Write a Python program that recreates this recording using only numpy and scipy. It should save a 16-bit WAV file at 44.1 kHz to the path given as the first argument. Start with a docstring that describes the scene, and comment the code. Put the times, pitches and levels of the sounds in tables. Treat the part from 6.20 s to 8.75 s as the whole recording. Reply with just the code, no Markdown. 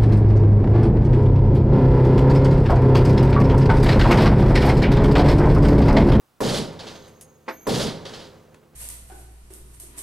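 """Sledgehammer on a log shed

Two blows strike the wall. Each gives a loud thud, held nearly level for a fifth of a second as by a
limiter, then dying away while the timbers hum. Loose things inside rattle, then clatter again as the
wall rocks back. Around the blows: small clicks, one hollow wooden knock, soft scuffs and a thin
squeak, as of metal rubbing."""
import sys
import numpy as np
from scipy.fft import rfft, irfft, next_fast_len
from scipy.io import wavfile
from scipy.ndimage import map_coordinates

SR = 44100
rng = np.random.default_rng(int(sys.argv[2]) if len(sys.argv) > 2 else 0)


def dump(signal):
    """Clip the signal to [-1, 1] and save it as 16-bit WAV at the path in sys.argv[1]."""
    limited = np.clip(np.atleast_2d(signal).T, -1, 1)
    pcm = np.round(limited * 32767).astype(np.int16)
    wavfile.write(sys.argv[1], SR, pcm)


N = 112454
T = np.arange(N) / SR


def amp(db):
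    """Decibels to gain."""
    return 10 ** (np.asarray(db) / 20)


def unit_rms(x):
    """Scale to rms 1."""
    return x / np.sqrt(np.mean(x ** 2) + 1e-20)


def log_interp(points, hz):
    """Interpolate (frequency [Hz], value) points on a log axis."""
    freqs, values = np.transpose(points)
    return np.interp(np.log(hz + 1), np.log(freqs + 1), values)


def wobble(rate_hz):
    """Smooth random curve, rate_hz knots a second."""
    return map_coordinates(rng.standard_normal(N // 4), [T * rate_hz], mode="mirror")


def filtered(x, response):
    """Apply a frequency response."""
    size = next_fast_len(N + SR // 4)
    return irfft(rfft(x, size) * response(np.fft.rfftfreq(size, 1 / SR)), size)[..., :N]


# left-right likeness (frequency [Hz], coherence [0..1])
COHERENCE = [(30, 0.86), (130, 0.94), (350, 0.96), (700, 0.9), (1400, 0.94), (2400, 0.92), (4000, 0.94),
             (7000, 0.83), (10500, 0.97), (15000, 1)]

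def noise(spectrum, tilt_db=0, coherence=COHERENCE):
    """Coloured stereo noise of rms 1, tilted by tilt_db an octave above about 1 kHz."""
    def colour(hz):
        angle = np.arccos(np.clip(log_interp(coherence, hz), -1, 1)) / 2
        gain = amp(log_interp(spectrum, hz) + tilt_db * np.log2(hz / 1000 + 1))
        return gain * [np.cos(angle), np.sin(angle)]
    mid, side = filtered(rng.standard_normal((2, N)), colour)
    return unit_rms(np.array([mid + side, mid - side]))


def envelope(start_s, attack_s, fall_db_per_s, hold_s=0, sag_db_per_s=0):
    """Attack, sagging hold, exponential release."""
    t = np.maximum(T - start_s, 0)
    drop_db = sag_db_per_s * np.minimum(t, hold_s) + fall_db_per_s * np.maximum(t - hold_s, 0)
    return (1 - np.exp(-t / attack_s)) * amp(-drop_db)


def ring(modes, start_s, attack_s, drift_rad):
    """Damped modes with wandering phase."""
    return sum(amp(db) * envelope(start_s, attack_s, 60 / t60)
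               * np.sin(2 * np.pi * (hz * T + rng.random()) + drift_rad * wobble(14))
               for hz, db, t60 in modes)


# hammer blows (time [s], level [dB])
HAMMER_BLOWS = [(0.2045, -21.5), (1.468, -21.5)]
# spectra of hammer crack, wall thud, shed boom (frequency [Hz], relative density [dB])
CRACK_SPECTRUM = [(90, -33), (220, -1), (600, -1), (1000, -3.5), (1500, -12.5), (2500, -23.5), (5000, -31),
                  (9000, -29.5), (12000, -27), (15500, -38)]
THUD_SPECTRUM = [(20, -12), (45, -9), (70, -9.5), (98, -13.5), (125, -1.5), (170, 2.5), (240, 0.5),
                 (310, -5.5), (430, -0.5), (650, -8), (900, -15), (1300, -21.5), (2300, -31.5), (5000, -47),
                 (15000, -57)]
BOOM_SPECTRUM = [(25, -11), (70, -8.5), (100, -4.5), (155, -3.5), (250, -6), (470, -1.5), (650, -9),
                 (1000, -10.5), (2000, -19), (4000, -24.5), (8000, -31), (15000, -52)]
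# timber modes (frequency [Hz], relative level [dB], t60 [s])
TIMBER_MODES = [(84.3, -26.5, 3.7), (120, -19, 1.75), (153.5, -18.5, 2.8), (171.6, -12.5, 1.38),
                (229, -21.5, 2.87), (342, -24.5, 2.9), (403, -25, 2.1), (419.7, -10.5, 1.04),
                (434, -19, 2.23), (475, -18, 1.2), (514.5, -18, 2.66), (549, -20.5, 2.3), (743, -46, 2.1),
                (936, -17.5, 1.39)]

def wall():
    """Each blow draws the same answer: crack, held thud, low echo, rock back, timber hum."""
    crack = amp(-2) * noise(CRACK_SPECTRUM) * envelope(0, 0.00034, 300, hold_s=0.006)
    thud = noise(THUD_SPECTRUM) * envelope(0, 0.005, 132, hold_s=0.2, sag_db_per_s=27.5)
    hum = amp(-1) * ring(TIMBER_MODES, 0, attack_s=0.012, drift_rad=0.88)
    echo = amp(-11.5) * noise(BOOM_SPECTRUM, tilt_db=-2.5) * envelope(0, 0.033, fall_db_per_s=28)
    rock_back = amp(-12.5) * noise(BOOM_SPECTRUM, tilt_db=1.5) * envelope(0.4, 0.048, 83.5)
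    answer = crack + thud + hum + echo + rock_back
    return sum(amp(db) * np.pad(answer, ((0, 0), (round(s * SR), 0)))[:, :N] for s, db in HAMMER_BLOWS)


# loose things landing (time [s], level [dB])
LANDINGS = [(0.227, -30.5), (0.245, -29), (.268, -29.5), (0.286, -25), (.339, -24.5), (.372, -32.5),
            (.405, -37.5), (0.5895, -36.5), (0.666, -36), (.695, -46), (.745, -46), (.838, -51),
            (1.488, -27), (1.537, -26), (1.556, -34), (1.593, -25), (1.611, -30), (1.66, -30), (1.85, -35),
            (1.934, -37), (1.991, -41), (2.034, -47)]
# their contact spectra (frequency [Hz], relative density [dB])
BUZZ_SPECTRUM = [(1000, -9), (2400, -10), (4000, 2), (6500, -1), (8300, -5), (9800, -5), (12500, -14.5),
                 (14500, -23), (15800, -36)]
CLATTER_SPECTRUM = [(300, -2.5), (550, 5), (900, -2.5), (1600, -3.5), (2500, -7), (3200, 0.5), (4000, -0.5),
                    (5000, -2.5), (5800, -8.5), (7000, -11.5), (8500, -19.5), (10000, -21), (15000, -40)]
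# their resonances (frequency [Hz], width [Hz])
LOOSE_RESONANCES = [(3240, 9.7), (3523, 19), (3985, 6.7), (4368, 63), (4586, 33), (4887, 8.7), (5556, 20)]

def rattle():
    """Loose things buzz during each thud, land in ringing clatters and settle a bit brighter."""
    def grain(rate_hz, depth_db):
        return unit_rms(amp(depth_db * wobble(rate_hz)))

    def body(hz):
        peaks = sum(1j * hz * width / (mode_hz ** 2 - hz ** 2 + 1j * hz * width)
                    for mode_hz, width in LOOSE_RESONANCES)
        return 1 + 0.44 * peaks

    swell = sum(amp(db - 15.5) * envelope(s, 0.0032, 199, hold_s=0.17, sag_db_per_s=-15.5)
                for s, db in HAMMER_BLOWS)
    hits = [amp(db) * envelope(s, 0.0045, 227, hold_s=0.0038) for s, db in LANDINGS]
    tails = [amp(db - 12) * envelope(s, 0.015, 91) for s, db in LANDINGS]
    buzz = swell * noise(BUZZ_SPECTRUM) * grain(700, depth_db=1.9)
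    clatter = np.linalg.norm(hits, axis=0) * noise(CLATTER_SPECTRUM) * grain(500, depth_db=1.1)
    settle = np.linalg.norm(tails, axis=0) * noise(CLATTER_SPECTRUM, tilt_db=0.5)
    return filtered(buzz + clatter + settle, body)


# wood contact spectrum (frequency [Hz], relative density [dB])
KNOCK_SPECTRUM = [(120, -25), (280, 2), (900, -2), (2100, -4), (3000, -16), (5200, -18.5), (7000, -32),
                  (10000, -36), (15000, -52)]
# hollow wood modes (frequency [Hz], relative level [dB], t60 [s])
HOLLOW_MODES = [(232, -11.5, .3), (328, -2, 0.2), (517, -2.5, 0.26), (658, -2, 0.19), (753, -2.5, 0.13),
                (887, 2.5, .13), (1073, 0, .12), (1277, -0.5, 0.14), (1597, -3, 0.1), (1990, 0.5, 0.054),
                (2265, -24.5, 0.96), (2440, -6, 0.1)]

def knock():
    """Wood on wood: a contact burst and a hollow ring."""
    start_s, attack_s = 1.2785, 0.0038
    burst = noise(KNOCK_SPECTRUM) * envelope(start_s, attack_s, 364, hold_s=0.012)
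    return amp(-29) * burst + amp(-31) * ring(HOLLOW_MODES, start_s, attack_s, drift_rad=0.69)


# hard contacts (time [s], level [dB], tilt [dB/octave], snap over tail [dB])
CLICK_HITS = [(.529, -63.5, 1, -6), (.879, -56, -3, -1), (.893, -68, 3, 3), (1.0105, -46, 3.5, 0.5),
              (1.024, -50.5, 6.5, 0), (2.226, -72, 14, -1), (2.3439, -53, -7.5, 5)]
# click spectrum (frequency [Hz], relative density [dB])
CLICK_SPECTRUM = [(400, -6), (1500, -1.5), (4000, -5), (7000, 0), (8800, -1), (10000, 0.5), (11200, -4.5),
                  (13000, -10), (15500, -22)]
# ring of the loudest click (frequency [Hz], level [dB], t60 [s])
PING_MODES = [(6550, -53, 0.3), (9700, -45, 0.1), (10100, -46, 0.096), (10610, -55, .11)]

def clicks():
    """Small hard contacts: a snap and a short gritty tail; the loudest one pings."""
    hits = 0
    for s, db, tilt_db, snap_db in CLICK_HITS:
        snap = amp(snap_db) * envelope(s, 0.0001, fall_db_per_s=3000)
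        tail = envelope(s, 0.0003, fall_db_per_s=480)
        hits += amp(db) * noise(CLICK_SPECTRUM, tilt_db) * (snap + tail)
    grit = unit_rms(amp(1.3 * wobble(600)))
    return hits * grit + ring(PING_MODES, start_s=1.0115, attack_s=0.0037, drift_rad=0.8)


# movements (time [s], level [dB], hold [s])
SCUFF_MOVES = [(1.26, -50.5, 0.013), (1.336, -54, 0.123), (1.454, -47, 0.01), (2.32, -58.5, 0.048),
               (2.427, -57.5, 0.011), (2.53, -56.5, .03)]
# scuff spectrum (frequency [Hz], relative density [dB])
SCUFF_SPECTRUM = [(100, -2), (300, 6), (1000, -5.5), (2500, -13), (6000, -28), (15000, -40)]

def scuffs():
    """Soft, dull scuffs of movement around the swings."""
    level = sum(amp(db) * envelope(s, 0.0035, 400, hold_s) for s, db, hold_s in SCUFF_MOVES)
    return level * noise(SCUFF_SPECTRUM)


# squeak path (time [s], lower pitch [Hz], lower level [dB], upper level [dB])
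SQUEAK_PATH = [(.68, 6570, -77, -74), (0.749, 6440, -57.5, -68.5), (.95, 6460, -67, -74),
               (1.129, 6550, -66, -80), (1.274, 6530, -70, -83), (1.304, 6500, -61, -52),
               (1.459, 6380, -54.5, -60.5), (1.7, 6350, -67, -79), (2.05, 6450, -74, -75),
               (2.35, 6400, -80.5, -95), (2.48, 6400, -119, -100)]

def squeak():
    """Two thin, rough tones as of rubbing metal, scattered on their way to the ears."""
    def jitter():
        return wobble(260) + 1j * wobble(260)

    def tone(hz, db, waver_hz, roughness):
        shared, per_ear = jitter(), np.array([jitter(), jitter()])
        flutter = 1 + roughness * (shared + 0.6 * per_ear)
        phase = 2 * np.pi * np.cumsum(hz + waver_hz * wobble(200)) / SR
        carrier = np.exp(1j * (phase + np.array([[-0.5], [0.5]])))  # left lags
        return amp(db + 1.8 * wobble(44.73)) * unit_rms(np.real(flutter * carrier))

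    times_s, *columns = np.transpose(SQUEAK_PATH)
    lower_hz, lower_db, upper_db = [np.interp(T, times_s, column) for column in columns]
    lower = tone(lower_hz, lower_db, waver_hz=35, roughness=0.54)
    upper = tone(12370, upper_db, waver_hz=44.6, roughness=0.51)
    return (lower + upper) * (T > times_s[0])


# air spectrum (frequency [Hz], relative density [dB])
AIR_SPECTRUM = [(25, -16), (59, 1), (96, 4), (221, 0), (631, -3), (1270, -3), (1750, -10.5), (4040, -15),
                (10000, -18), (15500, -18)]
# its left-right likeness (frequency [Hz], coherence [0..1])
AIR_COHERENCE = [(60, .98), (150, 1), (400, 0.96), (1000, 0.81), (2400, .5), (6000, 0.92), (15000, 0.92)]

def air():
    """Quiet, steady outdoor air."""
    return amp(-63.5) * noise(AIR_SPECTRUM, coherence=AIR_COHERENCE)


# microphone ports (frequency [Hz], left phase lead [rad], left minus right [dB])
MIC_PORTS = [(40, 0.49, 2.5), (132, -0.24, -1.7), (350, -0.71, -1.2), (750, -0.82, -1), (1800, -0.57, -0.9),
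             (3780, -0.19, -2), (7000, -0.28, -0.5), (12000, 0, 0.5)]

def scene():
    """All sources; over most of the band they reach the right port a little earlier and louder."""
    def port_response(hz):
        ports, split = np.array(MIC_PORTS), np.array([[0.5], [-0.5]])
        lead_rad = log_interp(ports[:, [0, 1]], hz)
        balance_db = log_interp(ports[:, [0, 2]], hz)
        return np.exp(1j * split * lead_rad) * amp(split * balance_db)
    sources = wall() + rattle() + knock() + clicks() + scuffs() + squeak() + air()
    return filtered(sources, port_response)


def record(dry):
    """Soft clip, then band limit."""
    ceiling, top_hz = 0.2, 15950
    rounded = dry / (1 + np.abs(dry / ceiling) ** 4) ** (1 / 4)
    return filtered(rounded, lambda hz: hz < top_hz)


dry = scene()
out = record(dry)
dump(out)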